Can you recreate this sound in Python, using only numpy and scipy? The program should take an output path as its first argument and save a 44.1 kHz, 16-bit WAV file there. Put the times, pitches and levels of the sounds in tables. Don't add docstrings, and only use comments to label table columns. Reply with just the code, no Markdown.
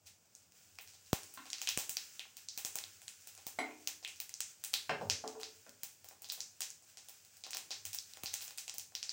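import sys
import numpy as np
from scipy import signal
from scipy.fft import rfft, irfft
from scipy.io import wavfile
from scipy.ndimage import uniform_filter1d

SR = 44100
rng = np.random.default_rng(int(sys.argv[2]) if len(sys.argv) > 2 else 0)


def unload_audio(sound):
    columns = np.transpose(np.atleast_2d(sound))
    steps = np.round(np.clip(columns, -1, 1) * 32767)
    wavfile.write(sys.argv[1], SR, steps.astype(np.int16))


N = 402191


def undb(db):
    return 10 ** (np.asarray(db) / 20)


def unit(x):
    return x / np.sqrt(np.mean(x ** 2))


def even(rows):
    return rows / np.sqrt((rows ** 2).sum(-1, keepdims=True))


def band(x, lo_hz, hi_hz):
    edges_hz = [lo_hz, min(hi_hz, .48 * SR)]
    return signal.sosfilt(signal.butter(2, edges_hz, "band", fs=SR, output="sos"), x)


def curve(table):
    s, db = np.transpose(table)
    return undb(np.interp(np.arange(N) / SR, s, db))


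def colour(x, points):
    hz, db = np.transpose(points)
    f = np.maximum(np.arange(len(x) // 2 + 1) * SR / len(x), 1)
    gain_db = np.interp(np.log(f), np.log(hz), db, left=-90, right=-90)
    return irfft(rfft(x) * undb(gain_db), len(x))


def walk(rate_hz):
    hold = int(SR / rate_hz)
    steps = np.repeat(rng.standard_normal(N // hold + 1), hold)
    return uniform_filter1d(steps, hold)[:N]


def place(times, sounds):
    out = np.zeros(N + SR)
    for s, row in zip(times, sounds):
        start = int(s * SR)
        out[start:start + len(row)] += row
    return out[:N]


def burst(count, decay_ms, t):
    return even(rng.standard_normal((count, len(t))) * np.exp(-t / decay_ms * 1000))


def hump(hz, octaves):
    f = np.maximum(np.arange(257), .5) * SR / 512
    bell = np.exp(-.5 * (np.log2(f / hz) / np.maximum(octaves, .03)) ** 2) / f
    return bell / bell.sum(-1, keepdims=True)


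def causal(power):
    floor = 1e-7 * power.max(-1, keepdims=True)
    cepstrum = irfft(.5 * np.log(256 * power + floor))
    cepstrum[:, 1:256] *= 2
    cepstrum[:, 257:] = 0
    return irfft(np.exp(rfft(cepstrum)))


def rings(modes, t):
    hz, db, t60 = (c[:, None] for c in np.transpose(modes))
    return hz, undb(db) * np.sin(2 * np.pi * hz * t) * np.exp(-np.log(1000) * t / t60)


# (frequency [Hz], relative level per Hz [dB])
RUMBLE_COLOUR = [(15, -76), (25, -32.5), (58, -13), (96, -10), (162, -7), (278, -13), (546, -13.5),
                 (578, -12), (866, -14.5), (2500, -31.5), (3250, -52), (5500, -120)]
# (time [s], level [dB])
HUM_LEVEL = [(0.0, -70.5), (0.33, -84.5), (0.96, -76), (1.6, -82), (1.8, -62.5), (2.0, -89.5),
             (2.77, -73.5), (3.3, -79), (3.83, -86), (4.39, -75), (4.7, -87), (5.08, -56), (5.3, -76),
             (7.6, -85), (7.9, -66), (8.05, -84), (8.28, -74), (8.55, -86), (8.85, -73), (9.12, -93)]
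RUMBLE_DB = -78


def air():
    rumble = unit(colour(rng.standard_normal(N + 1), RUMBLE_COLOUR)[:N])
    rumble = rumble * undb(RUMBLE_DB + 0.53 * walk(4))
    hum = unit(band(rng.standard_normal(N), 84.3, 103.7))
    return rumble + hum * curve(HUM_LEVEL) * undb(1.5 * walk(5))


# (frequency [Hz], relative level per Hz [dB])
OIL_COLOUR = [(710, -33.5), (1200, -11.5), (1430, -4), (2030, -7), (2530, -2.5), (4010, -7), (4940, -0.5),
              (7410, 1.5), (12100, -16), (15300, -3), (16000, -0.5), (16500, -49.5)]
# (time [s], level [dB])
SIZZLE_LEVEL = [(0.0, -71.5), (1.5, -60), (1.85, -57), (2.3, -64.5), (2.7, -61), (3.0, -63.5), (4.7, -63.5),
                (6.7, -67.5), (7.6, -65), (8.45, -56.5), (8.8, -73), (9.12, -63)]
BUBBLES_PER_S = 1500


def sizzle():
    size = undb(1.8 * rng.exponential(size=N))
    fires = rng.random(N) < BUBBLES_PER_S / SR
    bubbles = size * fires * rng.standard_normal(N)
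    fizz = unit(bubbles) * .5 + rng.standard_normal(N)
    hiss = unit(colour(np.append(fizz, 0), OIL_COLOUR)[:N])
    return hiss * curve(SIZZLE_LEVEL) * undb(2.5 * walk(15))


# (centre [Hz], t60 [s], level before scaling by root frequency [dB])
ROOM_BANDS = [(232, 0.76, -23.5), (700, 0.33, -24.5), (1940, 0.32, -25), (4770, 0.27, -26.5),
              (8540, 0.38, -31), (11520, 0.13, -33), (16100, 0.13, -30.5)]


def kitchen():
    t = np.arange(int(.7 * SR)) / SR
    out = 0
    for hz, t60, db in ROOM_BANDS:
        noise = unit(band(rng.standard_normal(len(t)), hz / 1.57, hz * 1.64)) * np.sqrt(hz / SR)
        out = out + undb(db) * noise * np.exp(-np.log(1000) * t / t60)
    return out * (1 - np.exp(-(t / 0.005) ** 2))


# (frequency [Hz], relative level [dB], t60 [s])
SPOON_MODES = [(3214, -4, .2), (4005, -4, .2), (5889, -6, .15), (7811, 0, .17), (9744, -4, .17),
               (12660, -16, .15)]
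SPOON_S, SPOON_DB = 3.589, -47.5


def spoon():
    t = np.arange(int(.8 * SR)) / SR
    return place([SPOON_S], [undb(SPOON_DB) * rings(SPOON_MODES, t)[1].sum(0)])


# (time [s], low crack energy [dB], low crack [Hz],
# high crack [Hz], high crack spread [octaves], base pitch [Hz], then against the low crack energy:
# high crack [dB], base [dB], hollow note [dB])
BOX_KNOCKS = [(1.3743, -27, 1470, 1270, 0.2, 256, 2, -30.5, -59),
              (3.5876, -12, 890, 2085, 0.082, 270, -0.5, -31.5, -37.5),
              (3.6617, -37, 850, 2160, 0.2, 260, 3, -48, -32),
              (3.7087, -38, 850, 2170, 0.18, 260, 2, -45, -45),
              (4.894, -10, 600, 1530, 0.54, 171, 0.5, -36.5, -34.5),
              (5.011, -18.5, 625, 1140, 0.44, 200, -9, -23, -37),
              (5.2393, -18.5, 680, 1300, 0.62, 247, -15, -31.5, -26),
              (5.352, -28.5, 700, 1055, .2, 256, -18, -36, -20.5),
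              (5.665, -39.5, 656, 1650, .27, 227, 1, -22.5, -44)]
# (frequency [Hz], relative level [dB], t60 [s])
BOX_WALLS = [(600, -30, 0.13), (640, 2, .15), (757, 5, 0.068), (1080, -23, .12), (1116, 3.5, 0.16),
             (1370, -7, 0.22)]
# (frequency [Hz], relative level [dB], t60 [s])
BOX_BASE = [(127.4, 4, 0.76), (155, 2, 0.37), (200, -2.5, 0.27), (241, -7, 0.63), (270, 0.5, 0.4),
            (304.6, -3, 0.88), (364, 4.5, 0.31)]
# (frequency [Hz], relative level [dB], t60 [s])
BOX_HOLLOW = [(433.5, 0, .5), (444, -1.5, .5)]
LOW_CRACK_OCTAVES = .46
CLICK_DB, WALLS_DB = -7.5, -36


def knocks():
    t = np.arange(int(.8 * SR)) / SR
    walls = rings(BOX_WALLS, t)[1]
    hollow = np.subtract(*rings(BOX_HOLLOW, t)[1])
    base_hz, base = rings(BOX_BASE, t)
    swell = 1 - np.exp(-t / 0.0056)
    cracks, notes = [], []
    for s, db, low_hz, high_hz, octaves, pitch_hz, high_db, base_db, hollow_db in BOX_KNOCKS:
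        high = hump(high_hz, octaves) + undb(2 * CLICK_DB) * hump(3300, 0.53)
        power = hump(low_hz, LOW_CRACK_OCTAVES) + undb(2 * high_db) * high
        puff = burst(1, 4.5, t[:1500])[0]
        cracks.append(undb(db) * np.convolve(causal(power[None])[0], puff))
        uneven = (undb(2.0 * rng.standard_normal((len(BOX_WALLS), 1))) * walls).sum(0)
        nearness = np.exp(-.5 * (np.log2(base_hz / pitch_hz) / .25) ** 2)
        picked = (nearness * base).sum(0)
        tone = swell * (undb(base_db) * picked + undb(hollow_db) * hollow)
        notes.append(undb(db) * (undb(WALLS_DB) * uneven + tone))
    times = np.transpose(BOX_KNOCKS)[0]
    crack_sound = place(times, cracks)
    return crack_sound + place(times, notes), crack_sound


# (frequency [Hz], level [dB], t60 [s])
WOK_MODES = [(600, -47, 0.15), (765.5, -38.5, 0.16), (816, -43, 0.22), (1073, -53, 0.47), (1432, -60, 0.41)]


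def wok(sent):
    t = np.arange(SR // 2) / SR
    return signal.fftconvolve(sent, rings(WOK_MODES, t)[1].sum(0))[:N]


# (time [s], swing level [dB])
AIR_BLASTS = [(1.13, -10.5), (1.774, -26.5), (1.892, -44), (2.575, -49), (2.648, -41), (2.754, -42),
              (3.466, -40), (4.201, -64), (4.735, -47), (5.832, -48), (8.237, -35.5), (8.783, -46.5)]


def thumps():
    t = np.arange(SR // 10) / SR
    swing = -np.cos(2 * np.pi * 95 * t + 0.64) * np.exp(-t / 0.0016)
    s, db = np.transpose(AIR_BLASTS)
    return place(s + 0.001113, undb(db)[:, None] * swing)


# (ring energy [dB], ring [Hz], then against the ring energy:
# body [dB], crack [dB], treble [dB]; room send against the pop [dB])
FAINT_CENTRE = (-43.5, 6398, -18, -12, -11.5, 4)
FAINT_VARIATION = (2.4, 450, 11, 4, 16, 2.2)
FAINT_COUNT = 28


def faint():
    draws = rng.standard_normal((FAINT_COUNT, len(FAINT_CENTRE)))
    rows = np.array(FAINT_CENTRE) + np.array(FAINT_VARIATION) * draws
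    return np.column_stack([rng.random(FAINT_COUNT) * N / SR, rows])


# (time [s], ring energy [dB], ring [Hz], then against the ring energy:
# body [dB], crack [dB], treble [dB]; room send against the pop [dB])
LOUD_POPS = [(0.0627, -39.5, 6290, -20, -4, -6, 13.5), (0.3512, -27.5, 7000, -50, -20, -18, -2.5),
             (0.7549, -39, 7150, -35, -12, -22, -4), (0.787, -26, 2600, -7, 0.5, -7, -1.5),
             (0.8754, -33.5, 5880, -32, -6, -12, 4.5), (0.9363, -38.5, 5600, -15, -6, -15, 8),
             (1.0626, -42, 6330, -27, -4, -12, 9), (1.1308, -16, 6800, -2, 1.5, 2, -0.5),
             (1.2332, -27.5, 7200, -28, -7, -17, 2), (1.3397, -31.5, 8360, -15, -8, 2, 3.5),
             (1.4565, -42, 6900, 1, 9, -17, 7), (1.5026, -18.5, 6500, -33, -12, -30, -3),
             (1.5315, -14.5, 5070, -23, -2.5, -26, -1), (1.5833, -25, 5440, -23, -3, -23, 1),
             (1.6166, -16.5, 6300, -15.5, -2.5, -5, 1), (1.6736, -8.5, 3280, -23, -2, -31, -0.5),
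             (1.6897, -9.5, 5800, -23, -5.5, -4, -1), (1.7749, -13, 7540, -4.5, -3, -1, -5.5),
             (1.7834, -21, 6760, -19, -21, 0, 1), (1.7888, -17.5, 6930, -14.5, -2.5, -1, 5),
             (1.8944, -14.5, 7500, -20.5, -8.5, 0, 1), (1.9031, -37, 7080, -21, -8, -6, -10),
             (1.9695, -11, 5100, -22, -4, -14, -3), (2.1947, -19.5, 3030, -19, -1, -20, -0.5),
             (2.369, -28, 6300, -17, -1.5, 0, 1.5), (2.4865, -15, 5400, -38, -18, -33, -1),
             (2.5765, -20, 7260, -13, -1, 2.5, 2.5), (2.6493, -15, 7200, -15, -6, -2, 2.5),
             (2.7563, -17.5, 7520, -9.5, -5, 2, 0.5), (2.787, -19, 6940, -14, -1, -7, -2),
             (2.8391, -24.5, 4410, -14.5, -0.5, -29, -3), (3.0179, -32.5, 8830, -13, -6, -8, 3),
             (3.0806, -21.5, 7690, -25.5, -3, -17, -0.5), (3.2101, -37, 7020, -39, -21, -10, 3),
             (3.2729, -27, 7140, -17, -4, 0, 1), (3.3512, -31, 8600, -16.5, -11, -15, -3),
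             (3.3769, -34, 6900, -4.5, -0.5, -18, 3), (3.4674, -22.5, 6900, -9.5, -5.5, 3, 2.5),
             (3.8062, -44, 6610, -14, -8, -9, -10), (3.874, -12.5, 6300, -17, -2.5, -3, -1),
             (4.0281, -33, 5530, -10, -6, -27, 7), (4.0485, -12.5, 2900, -25, -8, -30, -3.5),
             (4.0773, -25.5, 6860, -18, -4.5, -13, 4.5), (4.1595, -32, 6000, -28, -13, -14, 2),
             (4.202, -21, 5800, -15, 0, 6, -1.5), (4.2937, -27, 7300, -17, -1, -7, -2),
             (4.34, -18, 6300, -28, -14, -18, -2), (4.4053, -7.5, 6840, -28, -8, -14, -3.5),
             (4.6392, -18, 8700, -22, -4.5, -1, 1.5), (4.6479, -18.5, 7300, -20.5, -10, -5, -1),
             (4.7338, -21, 7100, -16.5, -8, -15, 8), (4.739, -4, 4140, -29, -4.5, -9, -2.5),
             (5.0989, -5, 5530, -22.5, -4, -24, 1), (5.2771, -18.5, 6130, -27, -7, -21, -2.5),
             (5.3995, -36, 6870, -1.5, -1, -3, 8.5), (5.4135, -27, 5640, -21, -3, -23, -6),
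             (5.4325, -15.5, 5000, -15, -5.5, -34, -1.5), (5.6937, -32, 6600, -26, -12, -3, -4),
             (5.8338, -20, 6900, -15.5, -4.5, 3.5, -0.5), (6.0446, -35.5, 7130, -4, -3.5, 3, 2),
             (6.0874, -32, 7000, -17, -6, 5, -4), (6.2203, -31, 7400, -13, -8, 3, 2),
             (6.2444, -25.5, 4760, -16, -9, -25, 2), (6.2883, -31.5, 6400, -20, -7, -11, 12),
             (6.2999, -13, 4470, -39, -18, -24, -2), (6.3218, -22, 7210, -16, -4, 5, 1),
             (6.3772, -38.5, 4330, -0.5, -8, -15, 5.5), (6.4053, -13, 5960, -31, -13.5, -21, -1),
             (6.6065, -17, 7400, -16.5, -4.5, -2, 2), (6.6193, -14, 6260, -22.5, -4.5, -23, 1),
             (6.7035, -21.5, 6400, -39, -22, -17, -4), (6.9724, -28, 6200, -16.5, -6, -19, 4.5),
             (7.0862, -31.5, 7500, -9.5, -2, 3, 2.5), (7.0951, -33, 7580, -21, -14, 1, -5),
             (7.2495, -37, 7020, -17, -6, -6, 1), (7.3697, -37, 6420, -17, -15, -1, 3),
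             (7.4384, -22.5, 5100, -18, -4.5, -31, 3.5), (7.4661, -31, 5450, -0.5, -3, -10, 1.5),
             (7.5072, -23, 7100, -36, -7, -7, 2.5), (7.5323, -16.5, 5100, -25, -5, -27, 2.5),
             (7.5474, -24.5, 5210, -2, -1, 0, 0), (7.57, -19, 7450, -14, -1, -3, 0.5),
             (7.7068, -17, 5070, -18, -6, -24, 6.5), (7.853, -19, 7200, -19, -4, -1, 1.5),
             (7.9314, -19, 6840, -25, -6, -8, 3), (7.9466, -20.5, 7100, -16.5, -8, 2.5, 0),
             (7.9866, -15, 5250, -43, -21, -26, -3.5), (8.1359, -33.5, 6930, -8, 5.5, -2, -6),
             (8.1718, -33, 7080, 4, 2.5, -10, -4), (8.2354, -24, 7550, -4, 0.5, 6, -0.5),
             (8.2592, -15, 5000, -29, -8, -26, 3), (8.3348, -25.5, 4900, -15, -4, -5, 7),
             (8.3398, -11.5, 6900, -30, -8, -5, -2), (8.4084, -30, 4760, -23, 5, -27, 3.5),
             (8.4141, -30, 6480, -16.5, -4.5, 2, 9.5), (8.4797, -25.5, 6900, -13, -3.5, -26, -1),
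             (8.5079, -35.5, 6480, -3, 7, 2, -1), (8.5765, -24.5, 7800, -22, -6, -4, 8),
             (8.5833, -15.5, 5900, -37, -6, -27, -3.5), (8.6798, -22, 6400, -15, -1, -16, 1),
             (8.6959, -15, 6160, -31, -9, -22, -5), (8.741, -30, 6200, -10.5, -3, 2, 3),
             (8.7827, -16, 6960, -21, -11, 0, -4), (8.7964, -21, 6160, -31, -7.5, -19, 0.5),
             (8.9517, -14, 5000, -24, -7.5, -14, -0.5), (9.0287, -16, 5730, -25.5, -7.5, -31, 1.5),
             (9.0935, -13.5, 5300, -38, -13, -33, 0.5)]
# (centre [Hz], spread [octaves])
SHELL_PARTS = [(1100, 0.79), (4200, 0.64), (10800, 0.57), (15300, .06)]
RING_OCTAVES, OCTAVES_PER_DB = 0.2, .004
EDGE_DB, EDGE_PER_TREBLE, ROOM_LIFT_DB = -4.5, 0.97, 2


def pops(table):
    s, db, hz, body_db, crack_db, treble_db, room_db = (c[:, None] for c in np.transpose(table))
    body, crack, edge, top = (hump(*part) for part in SHELL_PARTS)
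    ring = hump(hz, RING_OCTAVES - OCTAVES_PER_DB * db)
    core = ring + undb(2 * crack_db) * crack
    low = undb(2 * body_db) * body
    edge_db = EDGE_DB + EDGE_PER_TREBLE * treble_db
    high = undb(2 * edge_db) * edge + undb(2 * treble_db) * top
    t = np.arange(200) / SR
    ragged = even((t == 0) + 1.92 * burst(len(s), 1.0, t))
    near = signal.fftconvolve(causal(core + low + high), ragged, axes=1)
    far = causal(core + 0.57 * low + undb(2 * ROOM_LIFT_DB) * high)
    return place(s[:, 0], undb(db) * near), place(s[:, 0], undb(db + room_db) * far)


SIDE_DB, SIDE_LOW_CUT_HZ = -26, 4500


def scene():
    seeds = np.vstack([LOUD_POPS, faint()])
    near, sent = pops(seeds)
    box, cracks = knocks()
    echoes = signal.fftconvolve(sent + undb(3) * cracks, kitchen())[:N]
    mid = near + wok(sent) + box + spoon() + thumps() + echoes + sizzle() + air()
    other = pops(seeds)[0]
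    side = undb(SIDE_DB) * band(band(other, SIDE_LOW_CUT_HZ, SR), SIDE_LOW_CUT_HZ, SR)
    return np.array([mid + side, mid - side])


BASS_CUT_HZ, TOP_HZ = 55, 15900


def record(dry):
    dry = signal.sosfilt(signal.butter(2, BASS_CUT_HZ, "high", fs=SR, output="sos"), dry)
    return signal.sosfilt(signal.ellip(10, .3, 70, TOP_HZ, fs=SR, output="sos"), dry)


dry = scene()
out = record(dry)
unload_audio(out)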